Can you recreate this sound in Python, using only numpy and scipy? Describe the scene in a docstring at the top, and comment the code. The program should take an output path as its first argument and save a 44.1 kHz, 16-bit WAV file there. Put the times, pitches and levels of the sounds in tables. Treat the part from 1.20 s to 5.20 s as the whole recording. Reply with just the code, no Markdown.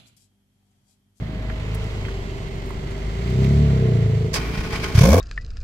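"""A sports car starts on an outdoor lot, the stereo microphone just behind its tailpipes.
First, over distant rumble and small ticks, another vehicle out of sight runs slowly and revs once,
its firings ringing its exhaust. At 3.1 s the starter clacks in and cranks: gear teeth rattle the
housing and the cylinders pump air. At 3.75 s the engine catches with a few deep thumps and flares up,
barking and spitting through the pipes, with a short echo from the buildings."""
import sys
import numpy as np
from scipy import signal
from scipy.fft import rfft, irfft, next_fast_len
from scipy.io import wavfile
from scipy.ndimage import map_coordinates

SR = 44100
rng = np.random.default_rng(int(sys.argv[2]) if len(sys.argv) > 2 else 0)


def to_wav(sig):
    """Store sig (one row per channel, or 1-D mono) as 16-bit WAV at the path in sys.argv[1].

    Samples outside -1..1 are clipped; the rate is SR.
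    """
    pcm = np.clip(np.atleast_2d(sig), -1, 1) * 32767
    pcm = np.round(pcm).astype(np.int16)
    wavfile.write(sys.argv[1], SR, pcm.T)  # frames by channels


N = 176400
TIME_S = np.arange(N) / SR


def amp(db):
    """Decibels to gain."""
    return 10 ** (np.asarray(db) / 20)


def unit(x):
    """Scale to rms 1."""
    return x / np.sqrt(np.mean(x ** 2) + 1e-20)


def along(points, hz):
    """Read (freq_hz, value) points on a log frequency axis."""
    freqs, values = np.transpose(points)
    return np.interp(np.log(hz + 1), np.log(freqs + 1), values)


def curves(rows):
    """One value per sample for each column after the time."""
    times, *columns = np.transpose(rows)
    return [np.interp(TIME_S, times, column) for column in columns]


def wobble(rate):
    """A smooth random curve, rate knots a second."""
    return map_coordinates(rng.standard_normal(int(N * rate / SR) + 4), [TIME_S * rate])


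def filtered(x, response):
    """Filter x by a complex response of frequency."""
    size = 2 * next_fast_len(N * 2 // 3)
    return irfft(rfft(x, size) * response(np.fft.rfftfreq(size, 1 / SR)), size)[..., :N]


def resonate(x, spectrum):
    """Ring x through a causal filter shaped by (freq_hz, gain_db) points."""
    def minimum_phase(hz):
        cepstrum = irfft(np.log(amp(along(spectrum, hz)) + 1e-6))
        half = len(cepstrum) // 2
        cepstrum[1:half] *= 2
        cepstrum[half + 1:] = 0
        return np.exp(rfft(cepstrum))
    return filtered(x, minimum_phase)


def noise(spectrum, likeness, pan, gate=1):
    """Gated stereo noise of rms 1 with a colour, a width and a balance."""
    def spread(hz):
        angle = np.arccos(np.clip(along(likeness, hz), -1, 1)) / 2
        return np.array([np.cos(angle), np.sin(angle)])
    mid, side = filtered(resonate(rng.standard_normal((2, N)) * gate, spectrum), spread)
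    pair = np.array([mid + side, mid - side])
    return unit(filtered(pair, lambda hz: amp(np.outer([.5, -.5], along(pan, hz)))))


def beats(turns):
    """Samples at which a count of turns passes a whole number."""
    return np.flatnonzero(np.diff(np.floor(turns)) > 0)


def pulses(turns, scatter_db):
    """One pulse a turn, of scattered size."""
    at = beats(turns)
    return np.bincount(at, amp(scatter_db * rng.standard_normal(len(at))), N)


def strike(start_s, t60_s, attack_s):
    """Envelope of a blow: a quick rise, then 60 dB down in t60_s."""
    age = np.maximum(TIME_S - start_s, 0)
    return (1 - np.exp(-age / attack_s)) * amp(-60 * age / t60_s)


# The lot, far from the microphone.
RUMBLE_SPECTRUM = [(20,-0.5),(40,-5.5),(70,3),(130,2),(270,-6.5),(500,-12),(800,-19.5),(1300,-52)]  # freq_hz, gain_db
RUMBLE_LIKENESS = [(60, 0.88), (150, 1), (380, 0.86), (950, 0.23), (2380, -0.27), (5980, -0.38),
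                   (15000, -0.71)]  # freq_hz, left_right_correlation
LOT_PAN = [(60, 3.5), (150, -2), (380, 0), (950, -1.0), (2380, -7.5), (5980, -3), (15000, 6)]  # freq_hz, left_minus_right_db


def distant_rumble():
    """A steady low rumble behind everything."""
    return amp(-34) * noise(RUMBLE_SPECTRUM, RUMBLE_LIKENESS, LOT_PAN)


# Small sounds around the lot.
KNOCKS = [(.297,-29,1500,.055),(.547,-40,10000,.055),(.851,-32,2200,.045),(.883,-33.5,1300,.05),(1.505,-32,1050,.03),(2.245,-31,3000,.03)]  # start_s, level_db, centre_hz, t60_s
KNOCK_SHAPE = [(.2,-30),(.6,-8),(1,0),(1.4,-9),(2.2,-22),(7,-44)]  # ratio_to_centre, gain_db
SHARP_TICKS = [(.642,-46),(1.357,-49),(1.460,-47),(1.471,-47.5),(1.493,-47),(1.508,-45.5),(1.710,-45.5),(2.101,-44),(2.245,-42.5)]  # start_s, level_db
TICK_SPECTRUM = [(3000,-20),(7500,0),(12000,-2),(15600,-10)]  # freq_hz, gain_db
LOT_LIKENESS = [(500,0.12),(2000,0.45),(8000,0.088)]  # freq_hz, left_right_correlation


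def knocks_and_ticks():
    """Faint knocks and finer ticks, each a burst of noise that dies quickly."""
    knocks = 0
    for start_s, db, centre_hz, t60_s in KNOCKS:
        spectrum = [(centre_hz * ratio, gain) for ratio, gain in KNOCK_SHAPE]
        knocks += amp(db) * strike(start_s, t60_s, .0003) * noise(spectrum, LOT_LIKENESS, LOT_PAN)
    ticks = sum(amp(db) * strike(s, t60_s=.016, attack_s=.0002) for s, db in SHARP_TICKS)
    return knocks + ticks * noise(TICK_SPECTRUM, LOT_LIKENESS, LOT_PAN)


# The exhaust of the vehicle out of sight.
HUM_LEVELS = [(0,-33,-42,-31,-42,-37),(.25,-31,-44,-38,-46,-44),(.55,-29,-44,-29,-44,-36),(.85,-32,-44,-34,-46,-42),(1.1,-34,-48,-44,-48,-46),(1.52,-33,-48,-36,-48,-44),(1.68,-33,-48,-42,-48,-43),(1.85,-27,-46,-39,-46,-43),(2.03,-26,-40,-33,-42,-35),(2.15,-27,-27,-20,-36,-32),(2.42,-18,-23,-17,-34,-25),(2.58,-25,-27,-19,-31,-33),(2.8,-34,-29,-19,-24,-30),(3.07,-38,-32,-22,-27,-29),(3.12,-31,-44,-42,-44,-41)]  # time_s, then level_db of engine orders 2 to 6
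RING_LEVELS = [(0,-53,-52.5,-55),(.32,-53,-52,-52),(.5,-68,-41.5,-56),(.8,-40.5,-41.5,-57),(1.1,-39,-53,-52.5),(1.7,-40,-54,-62),(2.031,-39.5,-45,-50),(2.13,-30.5,-39.5,-46),(2.45,-34,-34.5,-41.5),(2.6,-33.5,-31,-43),(2.72,-28,-27.5,-39.5),(2.86,-38.5,-32,-45.5),(3.08,-33,-29,-45),(3.12,-42,-40.5,-49)]  # time_s, low_db, middle_db, high_db
PIPE_RINGS = [391.6, 438.1, 644]  # pitch_hz of the low, middle and high resonance
RING_SHAPE = [(.4,-61),(.8,-20),(.95,-3.5),(1,6.5),(1.05,-0.5),(1.2,-25),(2.6,-64),(6,-110)]  # ratio_to_pitch, gain_db
DRONE_LEVEL = [(0,-37),(.7,-47.5),(1,-43),(1.7,-43.5),(2,-41.5),(2.2,-30),(2.45,-34),(2.7,-30.5),(3.08,-36.5),(3.15,-40.5),(4,-42)]  # time_s, level_db
DRONE_SPECTRUM = [(60,-31.5),(120,1),(155,-0.5),(185,3.5),(230,3.5),(290,-7),(400,-25.5),(1200,-110)]  # freq_hz, gain_db


def other_exhaust(turns):
    """An uneven engine: low orders hum, and its strong and weak firings ring the pipe."""
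    hum = 0
    for order, db in enumerate(curves(HUM_LEVELS), 2):
        pipe_delay_rad = .75 * order ** 2
        hum += np.sqrt(2) * amp(db + wobble(22.41)) * np.cos(2 * np.pi * order * turns - pipe_delay_rad)
    hum *= np.interp(TIME_S, [3.15, 3.7], [1, .6])
    strong = pulses(turns, scatter_db=1)
    weak = .25 * pulses(turns + .5 - .07, scatter_db=2)  # 0.07 cycle later than halfway
    firings = unit(strong + weak) + .2 * rng.standard_normal(N)
    ring = 0
    for pitch_hz, db in zip(PIPE_RINGS, curves(RING_LEVELS)):
        ring += amp(db) * unit(resonate(firings, [(pitch_hz * r, gain) for r, gain in RING_SHAPE]))
    drone = amp(curves(DRONE_LEVEL)[0]) * unit(resonate(firings, DRONE_SPECTRUM))
    return hum + ring + drone


# The same vehicle's machinery, off across the lot.
HISS_LEVELS = [(0,-44.5,-61),(.3,-41,-56.5),(.62,-39,-51),(1.1,-40.5,-53),(1.6,-41.5,-54),(2.05,-38.5,-50.5),(2.25,-37,-47),(2.6,-38,-51),(3.1,-42,-53.5)]  # time_s, hiss_db, treble_db
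HISS_SPECTRUM = [(440, -3), (750, -0.5), (836, -2.5), (1050, -1.5), (1250, -5), (1780, -7), (1940, -4),
                 (2040, -1), (2370, -7.5), (3200, -8), (3450, -10.5), (4320, -13), (5500, -30), (7150, -67),
                 (12100, -120)]  # freq_hz, gain_db
TREBLE_SPECTRUM = [(2650,-31.5),(4500,3.5),(5400,-0.5),(7200,-1.5),(8900,-9),(9700,-20),(12000,-11.5),(15600,-31)]  # freq_hz, gain_db
WHIRR = [(.2,1700,-55),(.5,2530,-50),(.85,3159,-53),(1.3,3100,-63),(1.8,3176,-72)]  # time_s, pitch_hz, level_db


def other_machinery(turns):
    """Clattering mechanical hiss, and a faint whirr that rises and settles."""
    hiss_db, treble_db = curves(HISS_LEVELS)
    clatter = amp(.27 * np.cos(4 * np.pi * turns) + .93 * wobble(150))
    hiss = amp(hiss_db) * noise(HISS_SPECTRUM, LOT_LIKENESS, LOT_PAN, clatter)
    treble = amp(treble_db) * noise(TREBLE_SPECTRUM, LOT_LIKENESS, LOT_PAN, clatter)
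    whirr_hz, whirr_db = curves(WHIRR)
    blur = wobble(340) + 1j * wobble(340)  # widens the tone to a narrow band
    whirr = amp(whirr_db) * np.real(blur * np.exp(2j * np.pi * np.cumsum(whirr_hz) / SR))
    return hiss + treble + whirr


# That vehicle's speed, its bearing from the microphone and its thin whine.
OTHER_SPEED = [(0,27.8),(.12,26.3),(.25,25.7),(.55,26.8),(.75,25.5),(1,23.7),(1.3,22.4),(1.68,24.2),(1.82,25),(1.98,28),(2.1,31),(2.25,33.6),(2.42,37),(2.52,33.9),(2.62,32.1),(2.76,29),(2.86,27),(3.05,27),(3.2,27.5)]  # time_s, cycle_rate_hz
OTHER_LAG = [(.7,-7),(1.6,-21),(2.9,-23),(3.3,-10)]  # time_s, left_lag_samples (negative: left leads)
WHINE_LEVEL = [(0,-51),(.33,-42.5),(.45,-48),(1.66,-61),(1.76,-41),(1.9,-65)]  # time_s, level_db


def other_vehicle():
    """It runs slowly and revs once, its sound reaching the left channel first."""
    def placed(pair, lag):
        return np.array([map_coordinates(channel, [np.arange(N) + side * lag])
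                         for channel, side in zip(pair, (-.5, .5))])
    cycle_hz, = curves(OTHER_SPEED)
    lag, = curves(OTHER_LAG)
    turns = .5 + np.cumsum(cycle_hz * (1 + .005 * wobble(25))) / SR
    exhaust = placed([other_exhaust(turns)] * 2, .43 * lag)  # the low note lags less
    machinery = placed(other_machinery(turns), lag)
    whine = amp(curves(WHINE_LEVEL)[0]) * np.sin(2 * np.pi * 633 * TIME_S + .5 * wobble(24))
    return exhaust + machinery + whine


def building_echo(x, t60_s=.18, delay_s=.012):
    """A short, thin echo from the buildings around the lot."""
    t = np.arange(SR // 2) / SR
    tail = rng.standard_normal((2, len(t))) * amp(-60 * t / t60_s) * (t > delay_s)
    echo = signal.fftconvolve(x, tail / np.linalg.norm(tail[0]), axes=1)[:, :N]
    return filtered(echo, lambda hz: amp(along([(120, -5), (500, 1.5), (4000, 2), (14000, -1)], hz)))


# The sports car's stereo image, close up.
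CAR_LIKENESS = [(60, 1), (380, 0.81), (950, 0.44), (2380, 0.054), (5980, -0.11), (15000, 0.019)]  # freq_hz, left_right_correlation
CAR_PAN = [(150, -1.5), (380, 1.5), (950, -2.5), (2380, 3.5), (5000, -8), (8000, -2), (13000, 4)]  # freq_hz, left_minus_right_db


def car_noise(spectrum, gate=1):
    """Noise with the width and balance of the car."""
    return noise(spectrum, CAR_LIKENESS, CAR_PAN, gate)


# The starter engaging, heard from behind the car.
CLACKS = [(3.131,-24.5,0.065),(3.139,-16.5,0.1),(3.161,-19,0.045)]  # start_s, level_db, t60_s
CLACK_SPECTRUM = [(240, -34), (400, 1), (705, -14), (1050, -3), (1500, -16), (1610, -5.5), (2260, -11),
                  (2940, -10.5), (4240, -9), (4800, -3), (6820, -11.5), (12600, -21), (15600, -29)]  # freq_hz, gain_db


def starter_clack():
    """The pinion clacks in with three quick blows."""
    blows = sum(amp(db) * strike(s, t60_s, attack_s=.0031) for s, db, t60_s in CLACKS)
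    return blows * car_noise(CLACK_SPECTRUM, gate=amp(1.3 * wobble(700)))


# The starter's gears and their housing.
CRANK_LEVEL = [(3.13,-80),(3.16,-26),(3.2,-36.5),(3.335,-38),(3.368,-32.5),(3.43,-37.5),(3.452,-34),(3.497,-42.5),(3.51,-32),(3.555,-32.5),(3.612,-38.5),(3.635,-30.5),(3.66,-32),(3.69,-35.5),(3.74,-38),(3.78,-30.5),(3.9,-47)]  # time_s, level_db
GEAR_SPECTRUM = [(180, -24), (300, -8), (426, -3.5), (541, -35.5), (653, -8.5), (721, -11), (1060, -7.5),
                 (1350, -9.5), (2340, -6.5), (3680, -20.5), (6000, -24), (7800, -52), (13200, -120)]  # freq_hz, gain_db
FIZZ_SPECTRUM = [(2940, -4.5), (5000, -1.5), (6170, -7.5), (7050, -8.5), (9650, -15), (12000, -14.5),
                 (15600, -31)]  # freq_hz, gain_db
HOUSING_MODES = [(661.7, 27, 0), (853, 24, 3), (1074.8, 22, 8), (1241, 24, 2.5), (1457, 28, 4.5),
                 (1910, 40, -3), (2223, 37, 2), (2357, 42, 4), (3106, 54, -1.5), (4730, 39, -8.5)]  # pitch_hz, width_hz, gain_db


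def starter_gears(mesh_hz=203.6):
    """Gear teeth whirr and rattle the housing, surging with each compression."""
    def housing(hz):
        return (hz < 6500) * sum(amp(db) * 1j * hz * width / (pitch ** 2 - hz ** 2 + 1j * hz * width)
                                 for pitch, width, db in HOUSING_MODES)
    turns = np.cumsum(mesh_hz * (1 + .1 * wobble(40))) / SR
    # The level swings with each tooth, a fast rattle and a slow shudder.
    teeth = amp(1.5 * np.cos(2 * np.pi * turns) + 2.3 * wobble(130) + 1.6 * wobble(30))
    impacts = teeth * (unit(pulses(turns, scatter_db=1)) + rng.standard_normal((2, N)))
    ring = amp(-2.5) * unit(filtered(impacts, housing))
    whirr = car_noise(GEAR_SPECTRUM, teeth)
    fizz = amp(-5.5 + 11 * (TIME_S - 3.5)) * car_noise(FIZZ_SPECTRUM, teeth)  # brightens as it cranks
    return amp(curves(CRANK_LEVEL)[0]) * (whirr + ring + fizz)


def thump(start_s, pitch_hz, rise_s=.0031, hold_s=.005, fall_s=.0073):
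    """A slug of gas sets the tailpipe swinging for a cycle or two."""
    age = TIME_S - start_s
    rise = np.exp(-(np.minimum(age - hold_s / 2, 0) / rise_s) ** 2)
    fall = np.exp(-np.maximum(age - hold_s, 0) / fall_s)
    return -rise * fall * np.cos(2 * np.pi * pitch_hz * age)


# Unfired air leaving the tailpipes, right at the microphone.
CHURN_SPECTRUM = [(25,-36.5),(55,9.5),(110,5.5),(170,6.5),(260,0),(380,-3),(480,-10.5),(800,-35.5)]  # freq_hz, gain_db
PUFFS = [(3.132,-22,94),(3.183,-41,107),(3.392,-14.5,42.12),(3.451,-20,44.9),(3.533,-16.5,49.12)]  # start_s, level_db, pitch_hz


def pumped_air():
    """A low churn swells and the pipes puff as the cranked cylinders pump air."""
    swell = np.interp(TIME_S, [3.12, 3.17, 3.55, 3.75], [.14, 1, .6, .68])
    puffs = sum(amp(db) * thump(s, hz) for s, db, hz in PUFFS)
    return amp(-30) * swell * car_noise(CHURN_SPECTRUM) + puffs


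# The engine running up, just ahead of the microphone.
RUN_UP = [(3.75,39.6,92,-5,-41,-43,-32.5),(3.778,33,100,1,-41,-46.5,-30.5),(3.797,30.8,110,-8,-36,-35,-31),(3.822,42,142,5,-35,-25,-26),(3.843,51,162,-10.5,-14,-26,-26.5),(3.878,61.6,202,-8,-18,-23,-30),(3.92,72.2,220,-17,-11.5,-23.5,-28),(3.96,90.6,222,-15,-14.5,-22,-33.5),(4,94,234,-21,-16.5,-26,-33)]  # time_s, firing_hz, pipe_hz, thump_db, boom_db, rasp_db, spit_db
RASP_SPECTRUM = [(200,-28),(330,-9.5),(430,-10),(520,2),(590,-9),(680,-4.5),(800,-12.5),(950,-12),(1130,-8),(1350,-30),(1550,-15.5),(2000,-29.5),(3000,-34.5)]  # freq_hz, gain_db
SPIT_SPECTRUM = [(820, -47), (1400, -10.5), (1550, -2), (1930, -13.5), (2250, 3), (2780, -13.5), (3330, -5),
                 (3880, -12), (4610, -7.5), (5100, -10), (5690, -4.5), (7710, -16), (9620, -16.5),
                 (12800, -18), (15600, -34.5)]  # freq_hz, gain_db


def engine(catch_s=3.7525):
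    """Single thumps speed up into a boom; each firing drives a gust of rasp and spit down the pipes."""
    firing_hz, pipe_hz, thump_db, boom_db, rasp_db, spit_db = curves(RUN_UP)
    turns = np.cumsum(firing_hz) / SR
    turns -= np.interp(catch_s, TIME_S, turns)  # zero at the first firing
    alight = np.clip(2 * turns + 1, 0, 1)
    firings = beats(np.maximum(turns, -.5))
    thumps = sum(amp(thump_db[i]) * thump(TIME_S[i], pipe_hz[i]) for i in firings)
    boom = -np.sqrt(2) * amp(boom_db) * np.cos(2 * np.pi * turns)
    gust_db = 4.6 * np.cos(2 * np.pi * (turns - .2)) + .82 * np.cos(4 * np.pi * turns)
    gust = amp(gust_db + .73 * wobble(600))
    rasp = amp(rasp_db) * car_noise(RASP_SPECTRUM, gust)
    spit = amp(spit_db) * car_noise(SPIT_SPECTRUM, gust)
    return thumps + alight * (boom + rasp + spit)


# Hard firings at the mouth of the tailpipes.
BARKS = [(3.789,-17,1070,-15),(3.814,-16.5,453,-23),(3.837,-10,512,-18),(3.8505,-9.5,524,-28.5),(3.8575,-10,518,-23.5),(3.884,-10.5,517,-33),(3.8895,-11.5,542,-25.5),(3.9283,-4.5,600,-19),(3.9405,-6,502,-24.5),(3.9805,-6.5,492,-28)]  # start_s, bark_db, pitch_hz, crack_db


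def exhaust_barks():
    """Each hard firing rings the pipes with a gritty note and a bright crack."""
    grit = amp(-5.5) * car_noise(RASP_SPECTRUM)
    spit = car_noise(SPIT_SPECTRUM)
    barks = 0
    for start_s, bark_db, pitch_hz, crack_db in BARKS:
        ring = -np.sin(2 * np.pi * pitch_hz * (TIME_S - start_s))
        barks += amp(bark_db) * strike(start_s, t60_s=.04, attack_s=.0017) * (ring + grit)
        barks += amp(crack_db) * strike(start_s, t60_s=.036, attack_s=.0012) * spit
    return barks


def scene():
    """The lot and the other vehicle behind, the sports car close by."""
    background = distant_rumble() + knocks_and_ticks() + other_vehicle()
    car = starter_clack() + starter_gears() + pumped_air() + engine() + exhaust_barks()
    return background + amp(-16.5) * building_echo(car) + car


def record(dry, top_hz=15850):
    """The recorder rounds off peaks near full scale and keeps nothing above its band limit."""
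    rounded = dry / (1 + np.abs(dry) ** 8) ** (1 / 8)
    return filtered(rounded, lambda hz: hz < top_hz)


dry = scene()
out = record(dry)
to_wav(out)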